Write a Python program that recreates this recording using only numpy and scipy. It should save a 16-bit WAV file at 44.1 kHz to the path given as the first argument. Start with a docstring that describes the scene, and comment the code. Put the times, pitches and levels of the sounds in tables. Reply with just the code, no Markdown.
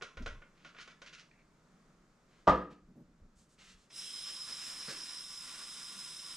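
"""Plastic taps and lid scrapes on a counter are heard first, then a banging cupboard door, cloth and feet.
Last, a tap hisses and sings while its stream patters into a steel sink; room noise runs throughout.
Contacts are shaped noise bursts, hollow bodies are decaying modes, and rubbing and water are random grains.
Each source gets its own reflections in one small kitchen, then gain control and a treble cut."""
import sys
import numpy as np
from scipy import signal
from scipy.fft import rfft, irfft, next_fast_len
from scipy.io import wavfile
from scipy.ndimage import uniform_filter1d, map_coordinates

SR = 44100
rng = np.random.default_rng(int(sys.argv[2]) if len(sys.argv) > 2 else 0)


def generate_wav(sig):
    """Save sig (samples, or channels by samples) to the path in sys.argv[1] as 16-bit PCM at SR."""
    pcm = np.round(np.clip(np.atleast_2d(sig).T, -1, 1) * 32767).astype(np.int16)
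    wavfile.write(sys.argv[1], SR, pcm)


N = 280476
T = np.arange(N) / SR  # seconds
SIZE = next_fast_len(2 * N)  # padded transform length
FREQ = np.arange(SIZE // 2 + 1) * SR / SIZE  # Hz

# What the container rings with. Each row: frequency in Hz, level in dB, 60 dB decay time in seconds.
TUB_MODES = [(593, -16, 0.04), (1120, -12, 0.022), (1389, 1.5, 0.034), (1460, -0.5, 0.086),
             (1595, -12.5, 0.053), (2820, -16, 0.028), (3960, -11, 0.033)]
# Contact noise of taps and of the lever. Each row: frequency in Hz, level in dB.
TAP_COLOUR = [(150, -10), (400, 1), (640, 3), (850, -10.5), (1100, 3.5), (1500, 0), (2000, 0), (3200, 0.5),
              (4300, -3.5), (6300, -4), (8500, -20.5), (10300, -24), (12500, -70)]
# Thuds through cabinets and floor. Each row: frequency in Hz, level in dB.
THUD_COLOUR = [(10, -23.5), (22, 2.5), (45, 0), (95, -11), (200, -29.5), (800, -74.5)]
# Soft bumps on wooden fronts. 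Each row: frequency in Hz, level in dB.
BUMP_COLOUR = [(70, -28.5), (160, 0.5), (230, -0.5), (340, -13.5), (620, -20.5), (1000, -42), (2500, -57)]
# The door meets its frame and chatters. Each row: start in seconds, relative level in dB.
SLAM = [(2.471, -15), (2.476, 1.5), (2.4802, -0.5), (2.485, -6), (2.491, -9), (2.4953, -4)]
OPENS_S = 3.89  # the flow of water begins


def amp(db):
    """Decibels to gain."""
    return 10 ** (np.asarray(db) / 20)


def unit(x):
    """Scale to rms 1."""
    return x / np.sqrt(np.mean(x ** 2))


def peak_level(x, size=220):
    """Scale so that the loudest stretch of this many samples has rms 1."""
    return x / np.sqrt(uniform_filter1d(x ** 2, size).max())


def along(points, hz=FREQ):
    """Read (Hz, value) points on a log-frequency axis."""
    f, value = np.transpose(points)
    return np.interp(np.log(hz + 1), np.log(f), value)


def bins(x):
    """Frequencies of the spectrum of x."""
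    return np.arange(len(x) // 2 + 1) * SR / len(x)


def causal(x, gain):
    """Filter by a gain per frequency at minimum phase, with no sound ahead of its cause."""
    n = len(x)
    cepstrum = irfft(np.log(gain), n)
    # folding the cepstrum onto positive time gives the minimum phase
    cepstrum[1:n // 2] *= 2
    cepstrum[n // 2 + 1:] = 0
    return irfft(rfft(x) * np.exp(rfft(cepstrum)), n)


def colour(x, points, tilt_db=0):
    """Filter through (Hz, dB) points, tilted about 2 kHz by so many dB an octave."""
    hz = bins(x)
    octaves = np.log2(np.clip(hz, 300, 9000) / 2000)
    return causal(x, amp(along(points, hz) + tilt_db * octaves))


def even(x, width_hz):
    """Keep the timing of x but give every band of this width the same power."""
    power = uniform_filter1d(abs(rfft(x)) ** 2, max(int(width_hz * len(x) / SR), 1))
    return causal(x, (power + 1e-6 * power.mean()) ** -.5)


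def resonate(x, peaks):
    """Drive (Hz, width in Hz, dB) resonances; dB is the power of each, and the skirts are steep."""
    hz = bins(x)
    power = sum(amp(db) ** 2 / w / (1 + ((hz - f) / w) ** 2) ** 2 for f, w, db in peaks)
    return unit(irfft(rfft(x) * np.sqrt(power), len(x)))


def ring(modes, t):
    """Sum decaying (Hz, dB, t60) modes, each with a chance phase."""
    return sum(amp(db - 60 * t / t60) * np.sin(2 * np.pi * (f * t + rng.random()))
               for f, db, t60 in modes)


def add(out, s, x):
    """Mix x into out from time s on."""
    i = max(int(s * SR), 0)
    out[i:i + len(x)] += x[:N - i]


def walk(rate):
    """Slow smooth chance with a spread near 1, from so many new values a second."""
    k = int(SR / rate)
    steps = np.repeat(rng.standard_normal(N // k + 1), k)
    return unit(uniform_filter1d(uniform_filter1d(steps, k), k)[:N])


def grains(n, rate, spread_db):
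    """Tiny random impacts, so many a second, of uneven size."""
    struck = rng.random(n) < rate / SR
    sign = rng.choice([-1, 1], n)
    return unit(struck * sign * amp(spread_db * np.minimum(rng.exponential(size=n), 4)))


def swell(start_s, hold_s, attack_s, release_s):
    """Linear attack, hold counted from the start, and exponential release."""
    age = T - start_s
    return np.clip(age / attack_s, 0, 1) * np.exp(-np.maximum(age - hold_s, 0) / release_s)


def waver(x, spread=.003, rate=3):
    """Let the pitch of x wander by this share of itself."""
    place = np.arange(N) + np.cumsum(spread * walk(rate))
    return map_coordinates(signal.resample(x, 4 * N), [4 * place], order=1, mode="mirror")


def rubs(strokes, points, rate, spread_db, size=16384):
    """Stick-slip grains that swell and fade with each stroke."""
    out = np.zeros(N)
    for s, length, db, tilt in strokes:
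        pressure = np.sqrt(np.sin(np.pi * np.minimum(T[:size] / length, 1)).clip(0))
        texture = unit(colour(grains(size, rate, spread_db), points, tilt))
        add(out, s - length / 2, texture * pressure * amp(db))
    return out


def bumps(contacts, points, size=16384):
    """Soft, heavy contacts push in a half-sine and shake mostly the low register."""
    out = np.zeros(N)
    for s, length, db in contacts:
        push = rng.standard_normal(size) * np.sin(np.pi * np.minimum(T[:size] / length, 1))
        add(out, s - length / 2, peak_level(colour(push, points), size=1024) * amp(db))
    return out


def ports(mid, side):
    """Two microphone ports: left and right from the spectra of a shared and an unshared part."""
    # Each row: frequency in Hz, phase in radians by which the left leads.
    port_phase = [(60, -.02), (600, -.2), (1400, -.44), (3200, -.65), (5200, -.45), (8000, -.25)]
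    # Diffuse sound. Each row: frequency in Hz, side minus mid level in dB.
    port_side = [(50, -34), (150, -23), (500, -13), (1300, -10.5), (3000, -8.5), (9000, -7.5)]
    side = side * amp(along(port_side))
    turn = np.exp(.5j * along(port_phase))
    return irfft([(mid + side) * turn, (mid - side) / turn], SIZE)[:, :N]


def reflections(order=32768, count=9):
    """Dense echoes of cabinets and walls, dying at their own pace in each octave."""
    # Decay of the room. Each row: frequency in Hz, 60 dB decay time in seconds.
    room_t60 = [(100, 0.18), (200, 0.71), (400, 0.38), (1200, 0.35), (3000, 0.4), (6000, 0.21),
                (12000, 0.5)]
    t, spectrum = T[:order], rfft(rng.standard_normal(order))
    octave = np.clip(np.log2((bins(t) + 1) / 60), 0, count - 1)
    tail = 0
    for k in range(count):
        t60 = along(room_t60, 60 * 2 ** k)
        band = irfft(spectrum * np.maximum(1 - abs(octave - k), 0))
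        tail = tail + band * np.exp(-np.log(1000) * t / t60)
    tail = tail * np.clip(t / 0.002, 0, 1) * (1 + 1.6 * np.exp(-t / 0.0099))  # counter and cabinets answer first
    return tail / np.sqrt(np.sum(tail ** 2))


def room(x, wet_db, pan_db):
    """Direct sound plus its own reflections, the shared path evened in power; pan is left minus right."""
    wet, spectrum = amp(wet_db), rfft(x, SIZE)
    shared = wet * reflections()
    shared[0] += 1  # direct sound
    unshared = wet / np.hypot(1, wet) * reflections()
    mid = spectrum * rfft(even(shared, width_hz=70), SIZE)
    side = spectrum * rfft(unshared, SIZE)
    return ports(mid, side) * amp(np.array([[pan_db], [-pan_db]]) / 2)


def air(flutter_db=0.5, side_db=3):
    """Steady room noise of appliances, with an unsteady rumble underneath."""
    # Each row: frequency in Hz, level in dB.
    air_colour = [(12, -29), (20, -6), (40, -10), (76, -28), (164, -8), (256, -15), (286, -16.5),
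                  (638, -23.5), (841, -25.5), (1310, -23), (1550, -27), (2340, -32.5), (2770, -37),
                  (7100, -37.5), (15000, -62.5)]
    air_db = -67.5
    rumble_colour = [(15, -6.5), (35, -2), (70, -11), (200, -31), (1000, -96.0)]  # (Hz, dB)
    mid, side = (rfft(unit(colour(rng.standard_normal(N), air_colour)), SIZE) for _ in range(2))
    rumble = unit(colour(rng.standard_normal(N), rumble_colour)) * amp(-86.0 + 4.9 * walk(5.5))
    return ports(mid, side * amp(side_db)) * amp(air_db + flutter_db * walk(4.927)) + rumble


def taps(contact_s=0.0042, ring_db=-5, size=8192):
    """Each tap is a short gritty crack plus the container's ring; hard ones sound more hollow."""
    # Container and utensil taps. Each row: time in seconds, level of the loudest 5 ms in dB,
    # treble boost from 5 kHz up in dB.
    tap_hits = [(0.0109, -47.5, -20), (0.0216, -37.5, -4), (0.171, -43, -11.5), (0.2224, -56.5, 5),
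                (0.2609, -36, -9), (0.2754, -47.5, -3), (0.4193, -51.5, -21), (0.6476, -48, -9.5),
                (0.7466, -53, -13), (0.7865, -52, -11), (0.8758, -48.5, -5.5), (1.0179, -46.5, -3.5),
                (1.127, -53.5, -9), (1.186, -59, -3)]
    # low boost in a tap of the hard level, and its fall per dB below that
    hard_tap_db, body_db, body_db_per_db = -36, 3.5, 0.3
    out, t = np.zeros(N), T[:size]
    touch = np.clip(t / 0.0033, 0, 1)  # plastic gives a little
    for s, db, edge in tap_hits:
        grit = rng.standard_normal(size) * touch * np.exp(-t / contact_s)
        crack = colour(even(grit, width_hz=350), TAP_COLOUR)
        blow = peak_level(crack) + amp(ring_db) * peak_level(ring(TUB_MODES, t) * touch)
        body = body_db + body_db_per_db * (db - hard_tap_db)
        blow = colour(blow, [(600, body), (1100, 0), (2200, 0), (5000, edge)])
        add(out, s - .001, peak_level(blow) * amp(db))
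    return out


def low_knocks():
    """Deep thuds through cabinets and floor, and soft bumps against wooden fronts."""
    # Each row of both: middle in seconds, length in seconds, level of the loudest 23 ms in dB.
    thud_hits = [(.191, 0.057, -43.5), (.221, 0.034, -40.5), (.274, 0.049, -44.5), (.346, .1, -48.5),
                 (3.225, 0.045, -53.5), (3.74, .03, -60)]
    bump_hits = [(.213, 0.051, -46.5), (2.718, .03, -52), (2.895, 0.053, -54.5), (2.975, .05, -50.5),
                 (3.01, .05, -51.5), (3.25, .11, -60), (5.95, .1, -60.5)]
    return bumps(thud_hits, THUD_COLOUR) + bumps(bump_hits, BUMP_COLOUR)


def lid(ring_db=-7, size=8192):
    """Scraping round wakes the container's ring as well; the lid creaks as it seats."""
    # Each row of both: middle in seconds, length in seconds, level in dB, brightness in dB per octave.
    scrape_strokes = [(.615, 0.13, -69, 1), (.68, 0.056, -58, 1.5), (.785, 0.05, -51.5, -2),
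                      (.815, 0.043, -53, 5), (.91, 0.039, -60.5, 1), (1.075, 0.049, -53.5, 3),
                      (1.145, 0.039, -52, 4), (1.2, 0.044, -57, 4.5)]
    creak_strokes = [(1.314, .008, -59.5, -3), (1.345, .04, -72, -1), (1.395, 0.06, -71.5, 1)]
    # Each row of both: frequency in Hz, level in dB.
    scrape_colour = [(300, -33), (600, -3), (850, -12), (1150, 4), (1450, 7), (1700, 8), (2800, 7),
                     (4500, -2), (6500, -7), (8300, -23), (10300, -29), (12500, -60)]
    creak_colour = [(1000, -28), (1700, -2), (2100, 4), (2650, -2), (3100, -22), (4300, -12), (6000, -41),
                    (12000, -48)]
    scrape = rubs(scrape_strokes, scrape_colour, rate=1000, spread_db=2.5)
    tub = signal.fftconvolve(scrape, ring(TUB_MODES, T[:size]))[:N]
    creak = rubs(creak_strokes, creak_colour, rate=910, spread_db=-1.0)
    return scrape + unit(tub) * scrape.std() * amp(ring_db) + creak


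def cloth():
    """Sleeves and hands brush along in dense, fine grains; the short stroke at 2.72 s is the door's latch
    settling."""
    # Each row: middle in seconds, length in seconds, level in dB, brightness in dB per octave.
    rustle_strokes = [(2.36, 0.17, -72.5, -4.5), (2.72, 0.04, -59, -6), (3.40, 0.096, -68.5, 8),
                      (3.52, 0.073, -70.5, 7.5), (3.607, .055, -57.5, -2.5), (3.68, 0.14, -58.5, -0.5),
                      (3.82, .1, -70.5, 3)]
    # Each row: frequency in Hz, level in dB.
    rustle_colour = [(400, -13), (850, -14.5), (1300, -3.5), (3000, 0), (5000, -3), (7500, -4.5),
                     (10000, -16.5), (13000, -32)]
    return rubs(rustle_strokes, rustle_colour, rate=4900, spread_db=0)


def door_crack(contact_s=.0025, gain_db=-17.0):
    """Wood on wood: a few rough contacts in quick succession."""
    # Each row: frequency in Hz, level in dB.
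    door_colour = [(25, -11.5), (58, 4.5), (90, -15), (122, -19), (155, -4.5), (250, -10.5), (330, -8),
                   (650, -0.5), (830, -7.5), (1230, -0.5), (1450, -11.5), (1850, -15.5), (2200, -24),
                   (2900, -25), (4300, -33), (5200, -35), (8000, -47.5), (13000, -76)]
    push = np.zeros(N)
    for s, db in SLAM:
        add(push, s, np.exp(-T[:4096] / contact_s) * rng.standard_normal(4096) * amp(db))
    return peak_level(colour(even(push, width_hz=620), door_colour), size=900) * amp(gain_db)


def door_ring(rise_s=0.0053, gain_db=-19, size=32768):
    """Panel and cabinet take up the blow and boom on."""
    # Each row: frequency in Hz, level in dB, 60 dB decay time in seconds.
    door_modes = [(63.8, -11, 0.33), (110.4, -23.5, 0.37), (188, -12.5, 0.45), (288.4, -12.5, 0.3),
                  (349.6, -12.5, 0.25), (417, -5.5, 0.08), (654, -9.5, 0.28), (729, -14, 0.2),
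                  (944, -7, 0.25), (996, -18.5, 0.33), (1175.4, 0, 0.19), (1243, -8.5, 0.36),
                  (1338, -23, 0.3)]
    out, t = np.zeros(N), T[:size]
    rise = (1 - np.exp(-t / rise_s)) ** 2
    add(out, SLAM[0][0], peak_level(ring(door_modes, t) * rise, size=900) * amp(gain_db))
    return out


def shuffle(rate=60, spread_db=2.0, deep_db=-67.5, wood_db=-71):
    """Shifting feet nudge the floor and the cabinet fronts at random."""
    deep = unit(colour(grains(N, rate, spread_db), THUD_COLOUR)) * amp(deep_db)
    wood = unit(colour(grains(N, rate, spread_db), BUMP_COLOUR)) * amp(wood_db)
    return (deep + wood) * swell(2.75, hold_s=0.96, attack_s=.05, release_s=0.13)


def valve_song():
    """Noise through narrow valve resonances sings, a little less once the flow has settled."""
    # Each row: frequency in Hz, width in Hz, level in dB.
    valve_peaks = [(3977, 27, -10.5), (5126, 39, 1), (5250, 45, -4.5), (5092, 126, -0.5), (5540, 21, -8),
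                   (7110, 30, -20), (9410, 53, -11)]
    sing_db, settles_s, settling_s, settled_db = -46, 5.2, 0.088, -3.5
    settled = np.clip((T - settles_s) / settling_s, 0, 1)
    tones = waver(resonate(rng.standard_normal(N), valve_peaks))
    return tones * amp(sing_db + settled_db * settled + 0.84 * walk(14))


def jet(opening_s, hiss_db=-53, spurt_db=5):
    """Dense grains hiss at the valve, and the first spurt hisses a little louder."""
    # Each row: frequency in Hz, level in dB.
    hiss_colour = [(1500, -15.5), (2800, -3.5), (3700, 3.5), (4400, -13), (6100, 1), (6600, -5.5),
                   (7800, 2.5), (9000, -1.5), (9900, 1.5), (11200, -17.5), (13000, -17.5), (14700, -22)]
    hiss = unit(colour(grains(N, 16000, 4.0), hiss_colour))
    spurt = swell(OPENS_S, opening_s, opening_s, release_s=0.12)
    return hiss * amp(hiss_db + spurt_db * spurt + .5 * walk(24.5))


def stream():
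    """The stream breaks into pattering drops that ring the steel basin, with a fine spray."""
    # Each row of both: frequency in Hz, level in dB.
    splash_colour = [(130, -10), (250, -1.5), (450, -9), (800, -7), (1100, -6), (1650, 1), (2400, 1),
                     (4000, -1.5), (7000, -4.5), (12000, -33)]
    spray_colour = [(1500, -33), (3000, 5), (4400, -6.5), (7500, 4), (9800, -2), (11500, -8), (14700, -19)]
    # Steel basin. Each row: frequency in Hz, width in Hz, level in dB.
    basin_peaks = [(1009, 25, -0.5), (1162, 47, 3), (1415, 62, -1), (3684, 74, 3.5)]
    # The stream strikes something in the sink and splashes up. Each row: start in seconds,
    # hold in seconds, release in seconds, level in dB over the steady patter.
    splash_hits = [(4.225, .06, .03, 0), (4.46, 0.27, 0.22, -1), (4.61, 0.08, 0.056, -6),
                   (5.44, .05, 0.069, -10)]
    patter_db, spray_db, basin_db = -58, -68, -63
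    spray_power = 2.04  # spray grows as this power of the splashing
    splashing = 1 + sum(amp(db) * swell(s, hold, attack_s=0.039, release_s=release)
                        for s, hold, release, db in splash_hits)
    drops = grains(N, 3000, 3.65) * amp(1.63 * walk(30))
    patter = unit(colour(drops, splash_colour)) * splashing * amp(patter_db)
    spray = unit(colour(grains(N, 3300, 4.9), spray_colour)) * splashing ** spray_power * amp(spray_db)
    basin = resonate(drops, basin_peaks) * np.clip((T - OPENS_S) / .5, 0, 1) * amp(basin_db)
    return patter + spray + basin


def cavity(start_s=3.89, fill_s=0.42, hollow_db=-53.5, full_db=-68.5):
    """A hollow rings under the stream until it has filled, then stays on faintly."""
    hollow = amp(hollow_db) * swell(start_s, fill_s, attack_s=0.16, release_s=.06)
    return resonate(grains(N, 3000, 5.7), [(3193, 310, 0)]) * np.hypot(hollow, amp(full_db))


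def water(opening_s=0.081):
    """One growing flow drives the valve's song and the rush of the stream; returns (song, rush)."""
    flow = np.clip((T - OPENS_S) / opening_s, 0, 1) ** 1.28
    return valve_song() * flow, (jet(opening_s) + stream() + cavity()) * flow


def lever(start_s=3.901, contact_s=0.014, gain_db=-54):
    """The tap's lever clicks off its seat in one short noise burst."""
    push = rng.standard_normal(N) * swell(start_s, 0, attack_s=0.0046, release_s=contact_s)
    return peak_level(colour(push, TAP_COLOUR)) * amp(gain_db)


def sink_shoves():
    """Something shifts in the basin under the stream, in short strokes of grains."""
    # Each row: middle in seconds, length in seconds, level in dB, brightness in dB per octave.
    shove_strokes = [(4.28, 0.036, -50, 2), (4.485, 0.039, -50, 1), (4.883, 0.018, -41, -1),
                     (4.905, 0.032, -42.5, 3)]
    # Each row: frequency in Hz, level in dB.
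    shove_colour = [(80, -24), (170, 8), (550, 4.5), (850, -3.5), (1500, 7), (2500, -0.5), (4500, -1),
                    (8000, -12), (12000, -27)]
    return rubs(shove_strokes, shove_colour, rate=530, spread_db=-3.0)


def scene():
    """Counter, cupboard and sink sound in one room; the door's two corners each reach it by their own paths."""
    counter_pan_db, sink_pan_db = -.8, -.9  # left minus right
    song, rush = water()
    lows = low_knocks() + shuffle()
    corners = sum(room(door_crack(), wet_db=4, pan_db=.4) for _ in range(2))
    return (air()
            + room(taps(), wet_db=2.9, pan_db=counter_pan_db)
            + room(lid() + cloth(), wet_db=0, pan_db=counter_pan_db)
            + corners
            + room(door_ring() + lows, wet_db=-6, pan_db=-.1)
            + room(song, wet_db=-2, pan_db=-3.4)
            + room(rush + sink_shoves() + lever(), wet_db=4.0, pan_db=sink_pan_db))


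def record(dry):
    """Gentle gain control that recovers slowly after a bang, then the top is cut."""
    recovery = 9 * T  # dB a second
    level_db = 20 * np.log10(abs(dry).max(axis=0) + 1e-9)
    held_db = np.maximum.accumulate(level_db + recovery) - recovery
    # 0.14 dB less for each dB above -32.5 dB
    gain = amp(-.14 * uniform_filter1d(np.maximum(held_db + 32.5, 0), size=256))
    top_cut = signal.ellip(10, .2, 70, 14800, fs=SR, output="sos")  # low-pass in Hz
    return signal.sosfilt(top_cut, dry * gain)


dry = scene()
out = record(dry)
generate_wav(out)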